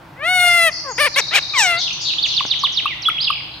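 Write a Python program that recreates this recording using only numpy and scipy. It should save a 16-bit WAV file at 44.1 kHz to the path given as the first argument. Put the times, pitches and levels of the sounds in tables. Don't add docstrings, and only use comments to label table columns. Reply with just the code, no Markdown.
import sys
import numpy as np
from scipy import signal
from scipy.fft import rfft, irfft
from scipy.io import wavfile
from scipy.ndimage import uniform_filter1d

SR = 44100
rng = np.random.default_rng(int(sys.argv[2]) if len(sys.argv) > 2 else 0)


def int16_out(signal):
    q = np.round(np.clip(np.atleast_2d(signal).T, -1, 1) * 32767)
    wavfile.write(sys.argv[1], SR, q.astype(np.int16))


def voltage_ratio(decibels):
    exponent = np.asarray(decibels, float) / 20
    return 10 ** exponent


N = 158760

# f/Hz, level/dB per Hz
HUM_SPECTRUM = [(25, -31), (60, 4), (85, -4.5), (125, 7), (172, 1), (231, -10), (330, 0.5), (520, -35.5)]
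# f/Hz, level/dB per Hz
AIR_SPECTRUM = [(300, -22), (420, -11), (900, -3), (1500, -9), (4900, -25), (7200, -37), (15500, -61)]

# t/s, length/s, first f/Hz, last f/Hz, level/dB
LEFT_NOTES = [(.883, 0.02, 7500, 5930, -49), (.91, 0.015, 6500, 6820, -35.5),
              (1.855, 0.031, 3840, 2300, -30), (1.905, 0.011, 2365, 3334, -31),
              (1.929, 0.0085, 6370, 5400, -34.5), (2.08, 0.035, 3480, 2293, -32.5),
              (2.31, 0.037, 3813, 2400, -32), (3.515, 0.0064, 3880, 4380, -40.5),
              (3.538, 0.007, 4500, 3380, -38)]
TRILLS = [
    (0.59, .16, 6200, 6800, -55.5),
    (1.1, 0.49, 6300, 5800, -51),
    (.46, 0.064, 4900, 5700, -40.5),
    (.71, 0.11, 5380, 5120, -36.5),
    (.95, 0.122, 5400, 5000, -37),
]
WARBLES = [(1.76, 0.093, 4690, 3790, -29.5), (1.785, 0.04, 6760, 5780, -37.5),
           (1.81, 0.02, 5600, 4385, -29.5), (2.0, 0.053, 5500, 4820, -34.5),
           (2.012, 0.033, 7360, 6290, -40), (2.045, 0.067, 4500, 3900, -27.5),
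           (2.255, 0.048, 7230, 5510, -40), (2.283, 0.038, 4610, 3880, -29), (2.545, .03, 3336, 3670, -30)]

# t/s after its start, f/Hz, level/dB
CHIRP_SHAPE = [
    (0, 3980, -10.5),
    (.007, 4844, -11),
    (.014, 3770, -1.15),
    (0.035, 2800, -5.5),
    (.045, 1723, -25.5),
]
# t/s, level/dB
CHIRP_TIMES = [
    (2.225, -8.5),
    (2.363, -8.5),
    (2.5, -8.5),
    (2.63, -8),
    (2.762, -8.5),
]
# t/s from the chirp, length/s, first f/Hz, last f/Hz, level/dB from the chirp
CHIRP_PICKUPS = [
    (-.041, .02, 6600, 5800, -29),
    (-.022, .016, 4300, 5450, -25),
]
# t/s, length/s, first f/Hz, last f/Hz, level/dB
SWOOPS = [
    (2.182, 0.0197, 2870, 3675, -20),
    (2.86, 0.0256, 2423, 2820, -24.5),
    (3.018, 0.037, 6580, 3840, -31.5),
    (3.052, .012, 2520, 3416, -21.5),
    (3.18, 0.0185, 2230, 3274, -22.5),
    (3.2, 0.036, 3393, 5026, -22),
]
# t/s, length/s, first f/Hz, last f/Hz, level/dB
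SLIDES = [(2.135, 0.0053, 2360, 3100, -26.5), (2.54, 0.017, 3400, 4380, -53),
          (2.879, 0.0034, 3330, 2760, -21), (2.885, 0.055, 2603, 1830, -31.5),
          (3.057, 0.0314, 3470, 3260, -17.5), (3.09, 0.016, 3376, 1830, -25),
          (3.228, 0.0084, 4930, 3240, -25), (3.241, 0.013, 5270, 3260, -20.5),
          (3.253, 0.0036, 5090, 3170, -22)]

# t/s, peak level/dB, f/Hz, rasp level/dB
CLUCKS = [
    (2.4069, -13.5, 1087, -34.5),
    (2.6359, -10, 1093, -25),
    (2.8562, -9.5, 1160, -28),
    (3.0854, -7.5, 1313, -22),
    (3.302, -9, 1172, -28),
]
# t/s, level/dB, top f/Hz
WIRE_TICKS = [
    (1.049, -25, 15000),
    (1.354, -23, 15000),
    (1.594, -31, 15000),
    (2.452, -12, 1900),
    (2.833, -24, 1500),
    (2.385, -26, 1500),
]

# t/s, pitch f/Hz, level/dB
SQUEAL = [(0.16, 470, -49), (0.231, 605.3, -23), (0.278, 718, -15.5), (0.317, 736.4, -16),
          (0.452, 708.2, -12), (0.6, 684.3, -12.5), (0.661, 662, -13), (.69, 627, -11.5),
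          (0.701, 574, -27.5)]
MUTTER = [
    (0.84, 599, -38),
    (.865, 542.5, -30.5),
    (0.902, 510, -25),
    (0.932, 387, -36.5),
]
SQUAWK = [
    (0.979, 427.5, -15),
    (0.99, 505, -19),
    (1.01, 607.3, -12.5),
    (1.038, 567.5, -15),
    (1.058, 609.4, -13),
    (1.085, 434, -19.5),
]
YAP = [
    (1.158, 482, -17),
    (1.172, 545, -14.5),
    (1.186, 580.4, -12),
    (1.197, 495, -15.5),
    (1.209, 398, -18),
]
SCREECH = [
    (1.308, 598.4, -33.5),
    (1.335, 700, -20),
    (1.357, 826.6, -11.5),
    (1.376, 664, -15),
    (1.394, 510, -16),
]
WHINE = [(1.534, 1258, -22.5), (1.57, 1072, -17), (1.595, 945.4, -11.5), (1.632, 790, -14),
         (1.668, 715, -15.5), (1.738, 675.6, -17), (1.779, 688, -22.5), (1.808, 754, -39)]
# brightness/dB per octave, throat shift/octaves, bass cut/dB per octave
VOICING = [
    (0.87, -0.082, 0.3),
    (-24, -1.12, -1.5),
    (-0.5, 0.0076, 0.9),
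    (1.6, -0.0071, 1),
    (1.2, 0.16, 3.5),
    (0.6, 0.08, -0.4),
]
# pitch jitter/share, breath noise level/dB
ROUGHNESS = [
    (.002, -26),
    (.008, -19),
    (.005, -18),
    (.008, -14),
    (.016, -7),
    (.004, -17),
]
# f/Hz, level/dB
THROAT = [(550, -6.5), (1400, -6.5), (2200, 1.8), (2850, -6), (3550, -9.5), (4300, -13.5)]
# f/Hz, level/dB
BEAK_SHUT = [(5000, -29), (7000, -31), (7800, -39.5), (9300, -7), (10600, -32), (12000, -26.5),
             (13800, -47), (15200, -33)]
BEAK_OPEN = [(5000, -13.5), (5750, -1), (6600, -19.5), (7900, -10.5), (9000, -55.5), (10000, -36.5),
             (11400, -33.5), (14500, -50)]
# t/s, opening/0-1
GAPE = [(.9, 0.24), (1.0, 0.16), (1.165, .2), (1.2, 0.98), (1.33, 0.47), (1.36, 0.59), (1.54, 0.74),
        (1.585, 0.85), (1.645, 1), (1.7, 0.39)]
# f/Hz, left minus right/dB
PARROT_PAN = [(500, 5.5), (5000, 2.5), (9000, 10)]
# f/Hz, left lead/rad
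PARROT_PHASE = [(500, 0.59), (1550, 0.77), (1980, 0.28), (3010, 1.33), (4900, 2), (7490, 0.01), (9000, .4)]


def on_log(hz, table):
    table = np.array(table, float)
    return np.interp(np.log(np.maximum(hz, 1)), np.log(table[:, 0]), table[:, 1])


def walk(rate, size):
    k = max(int(SR / rate), 1)
    white = rng.standard_normal(size + 2 * k)
    smooth = uniform_filter1d(uniform_filter1d(white, k), k)[k:k + size]
    return smooth * np.sqrt(k * 1.51)


def coloured(table, size):
    gain = voltage_ratio(on_log(np.fft.rfftfreq(size, 1 / SR), table))
    x = irfft(rfft(rng.standard_normal(size)) * gain, size)
    return x / np.std(x)


def add(out, x, start):
    i = int(start * SR)
    out[..., i:i + x.shape[-1]] += x[..., :N - i]


def fade(t, edge):
    from_end = np.minimum(t - t[0], t[-1] - t)
    return np.sin(np.pi / 2 * np.clip(from_end / edge, 0, 1))


def panned(x, db):
    return x * voltage_ratio(np.array([[db / 2], [-db / 2]]))


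def tone(hz):
    return np.sin(2 * np.pi * np.cumsum(hz) / SR)


def floor():
    out = 0
    for table, db, side_db in ((HUM_SPECTRUM, -45, -16), (AIR_SPECTRUM, -45, -6)):
        middle = coloured(table, N)
        side = voltage_ratio(side_db) * coloured(table, N) * np.array([[1], [-1]])
        out = out + (middle + side) * voltage_ratio(db + 0.16 * walk(5.3, N))
    return out


def room(x, db):
    t60_s, early_t60_s, early_db, predelay_s, top_hz = 1, 0.23, -8.5, 0.0019, 10000
    t = np.arange(SR) / SR
    decay = voltage_ratio(-60 * t / t60_s) + voltage_ratio(early_db - 60 * t / early_t60_s)
    tail = rng.standard_normal((2, SR)) * decay * np.clip(t / predelay_s, 0, 1) ** 2
    tail = signal.lfilter(*signal.butter(2, top_hz, fs=SR), tail)
    tail = tail / np.sqrt(np.sum(tail ** 2) / 2)
    return voltage_ratio(db) * signal.fftconvolve(x[None], tail, axes=1)[:, :N]


def whistles(rows, bend, rate_hz=1., depth_hz=0., throb=0.):
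    out = np.zeros(N)
    for s, length, first, last, db in rows:
        t = np.arange(int(length * SR)) / SR
        swing = np.cos(2 * np.pi * np.cumsum(rate_hz * (1 + 0.0475 * walk(54, len(t)))) / SR)
        glide = last + (first - last) * (1 - t / length) ** bend
        hz = glide + depth_hz * (swing + .3 * walk(400, len(t)))
        level = voltage_ratio(db + 5.5 + 0.63 * walk(260, len(t)))
        shape = fade(t, 0.19 * length) * (1 - throb * swing) * level
        add(out, shape * tone(hz), s)
    return out


def left_bird():
    start_s, gap_s, lead_s = 1.139, .0709, .012
    twitter = [(start_s + k * gap_s, .018, 5200, 3700, -30) for k in range(7)]
    grace = [(s - lead_s, 0.298 * n, 6270, last + 400, db - 6) for s, n, _, last, db in twitter]
    out = whistles(LEFT_NOTES, 0.67) + whistles(twitter + grace, 2.37)
    out = out + whistles(TRILLS, 0.99, rate_hz=68, depth_hz=700, throb=0.62)
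    return out + whistles(WARBLES, 2.7, rate_hz=250, depth_hz=470, throb=0.13)


def chirps():
    out = np.zeros(N)
    s, hz, db = np.array(CHIRP_SHAPE).T
    t = np.arange(0, s[-1], 1 / SR)
    pitch = uniform_filter1d(np.interp(t, s, hz), size=100)
    for start, level_db in CHIRP_TIMES:
        level = level_db - 0.5 + np.interp(t, s, db) + 2.4 * walk(150, len(t))
        add(out, voltage_ratio(level) * fade(t, 0.00089) * tone(pitch), start)
    return out


def right_bird():
    start_s, gap_s, length_s, high_hz, low_hz = 3.269, .0245, .019, 3600, 2500
    run = []
    for k in range(6):
        sink = 1 - .04 * k
        db = -18 - 2.5 * (k + 2 * (k > 0))
        run.append((start_s + k * gap_s, length_s, high_hz * sink, low_hz * sink, db))
    pickups = [(at + s, n, first, last, db + lead_db)
               for at, db in CHIRP_TIMES[1:] for s, n, first, last, lead_db in CHIRP_PICKUPS]
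    out = whistles(SWOOPS, 3.0) + whistles(pickups, 3.0, rate_hz=250, depth_hz=350)
    return out + whistles(SLIDES + run, 1.01) + chirps()


def clucks():
    pop_s, echo_s, rasp_hz = 0.0078, .011, 10820
    out, t = np.zeros(N), np.arange(int(pop_s * SR)) / SR
    for s, db, hz, rasp_db in CLUCKS:
        rasp = voltage_ratio(rasp_db - 1.0) * walk(2500, len(t)) * np.sin(2 * np.pi * rasp_hz * t)
        shape = np.sin(np.pi * (t / pop_s) ** 0.83)
        pop = voltage_ratio(db) * shape * (np.sin(2 * np.pi * hz * t) + rasp)
        add(out, pop, s)
        for k in range(1, 4):
            add(out, pop * voltage_ratio(-20 - 3.9 * (k - 1)), s + k * echo_s)
    for s, db, top_hz in WIRE_TICKS:
        burst = (rng.standard_normal(len(t)) + .6) * np.exp(-t / .0015)
        band = signal.butter(2, (top_hz / 9, top_hz), "band", fs=SR)
        add(out, voltage_ratio(db) * signal.lfilter(*band, burst), s)
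    return out


def throat_and_beak(f, shift, gape):
    f = np.where(f < 4300, f * 2 ** -shift, f)
    shut, wide = on_log(f, THROAT + BEAK_SHUT), on_log(f, THROAT + BEAK_OPEN)
    return shut + gape * (wide - shut)


def breath(db, octave, size):
    depth = voltage_ratio(np.minimum(db + 6.5 * np.maximum(octave, 0), 0))
    sides = np.array([walk(1600, size), walk(1600, size)])
    return 1 + depth * (walk(2600, size) + .9 * sides)


def parrot():
    out = np.zeros((2, N))
    calls = (SQUEAL, MUTTER, SQUAWK, YAP, SCREECH, WHINE)
    for curve, (jitter, breath_db), (tilt_db, shift, bass_db) in zip(calls, ROUGHNESS, VOICING):
        s, hz, db = np.array(curve).T
        t = np.arange(s[0], s[-1], 1 / SR)
        size = len(t)
        pitch, level = (uniform_filter1d(np.interp(t, s, v), size=size // 16, mode="nearest")
                        for v in (hz, db))
        wobble = 1 + jitter * (walk(290, size) + walk(39.0, size))
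        phase = 2 * np.pi * np.cumsum(pitch * wobble) / SR
        gape = np.clip(np.interp(t, *np.array(GAPE).T), 0, 1)
        bright_db = tilt_db + 0.99 * np.minimum(level - db.max() + 2, 0)
        voice, power = 0, 0
        for k in range(1, 36):
            f = k * pitch
            octave = np.log2(f / 2000)
            tilt = bright_db * np.maximum(octave, 0) + bass_db * np.minimum(octave, 0)
            shimmer = 1.5 * walk(64.4, size)
            gain = voltage_ratio(throat_and_beak(f, shift, gape) + tilt + shimmer) * (f < 16000)
            pan = on_log(f, PARROT_PAN) / 2
            lag = on_log(f, PARROT_PHASE) * np.array([[-.5], [.5]])
            wave = np.sqrt(2) * np.cos(k * phase + .25 * k * k - lag)
            voice = voice - gain * wave * breath(breath_db, octave, size) * voltage_ratio(np.array([pan, -pan]))
            power = power + gain ** 2
        add(out, voice / np.sqrt(power) * voltage_ratio(level) * fade(t, 0.0065), s[0])
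    return signal.sosfilt(signal.butter(4, 330, "high", fs=SR, output="sos"), out)


def scene():
    near, pops, left, right = parrot(), clucks(), left_bird(), right_bird()
    wet = room(near.mean(axis=0), -22.5) + room(pops, -23.5) + room(left, 3.5) + room(right, -5)
    direct = near + panned(pops, 5) + panned(left * voltage_ratio(1.5), 7) + panned(right, -4)
    return direct + wet + floor()


def low_pass(x):
    return signal.sosfilt(signal.butter(12, 15900, fs=SR, output="sos"), x)


def record(dry):
    return low_pass(np.clip(dry, -1, 1))


dry = scene()
out = record(dry)
int16_out(out)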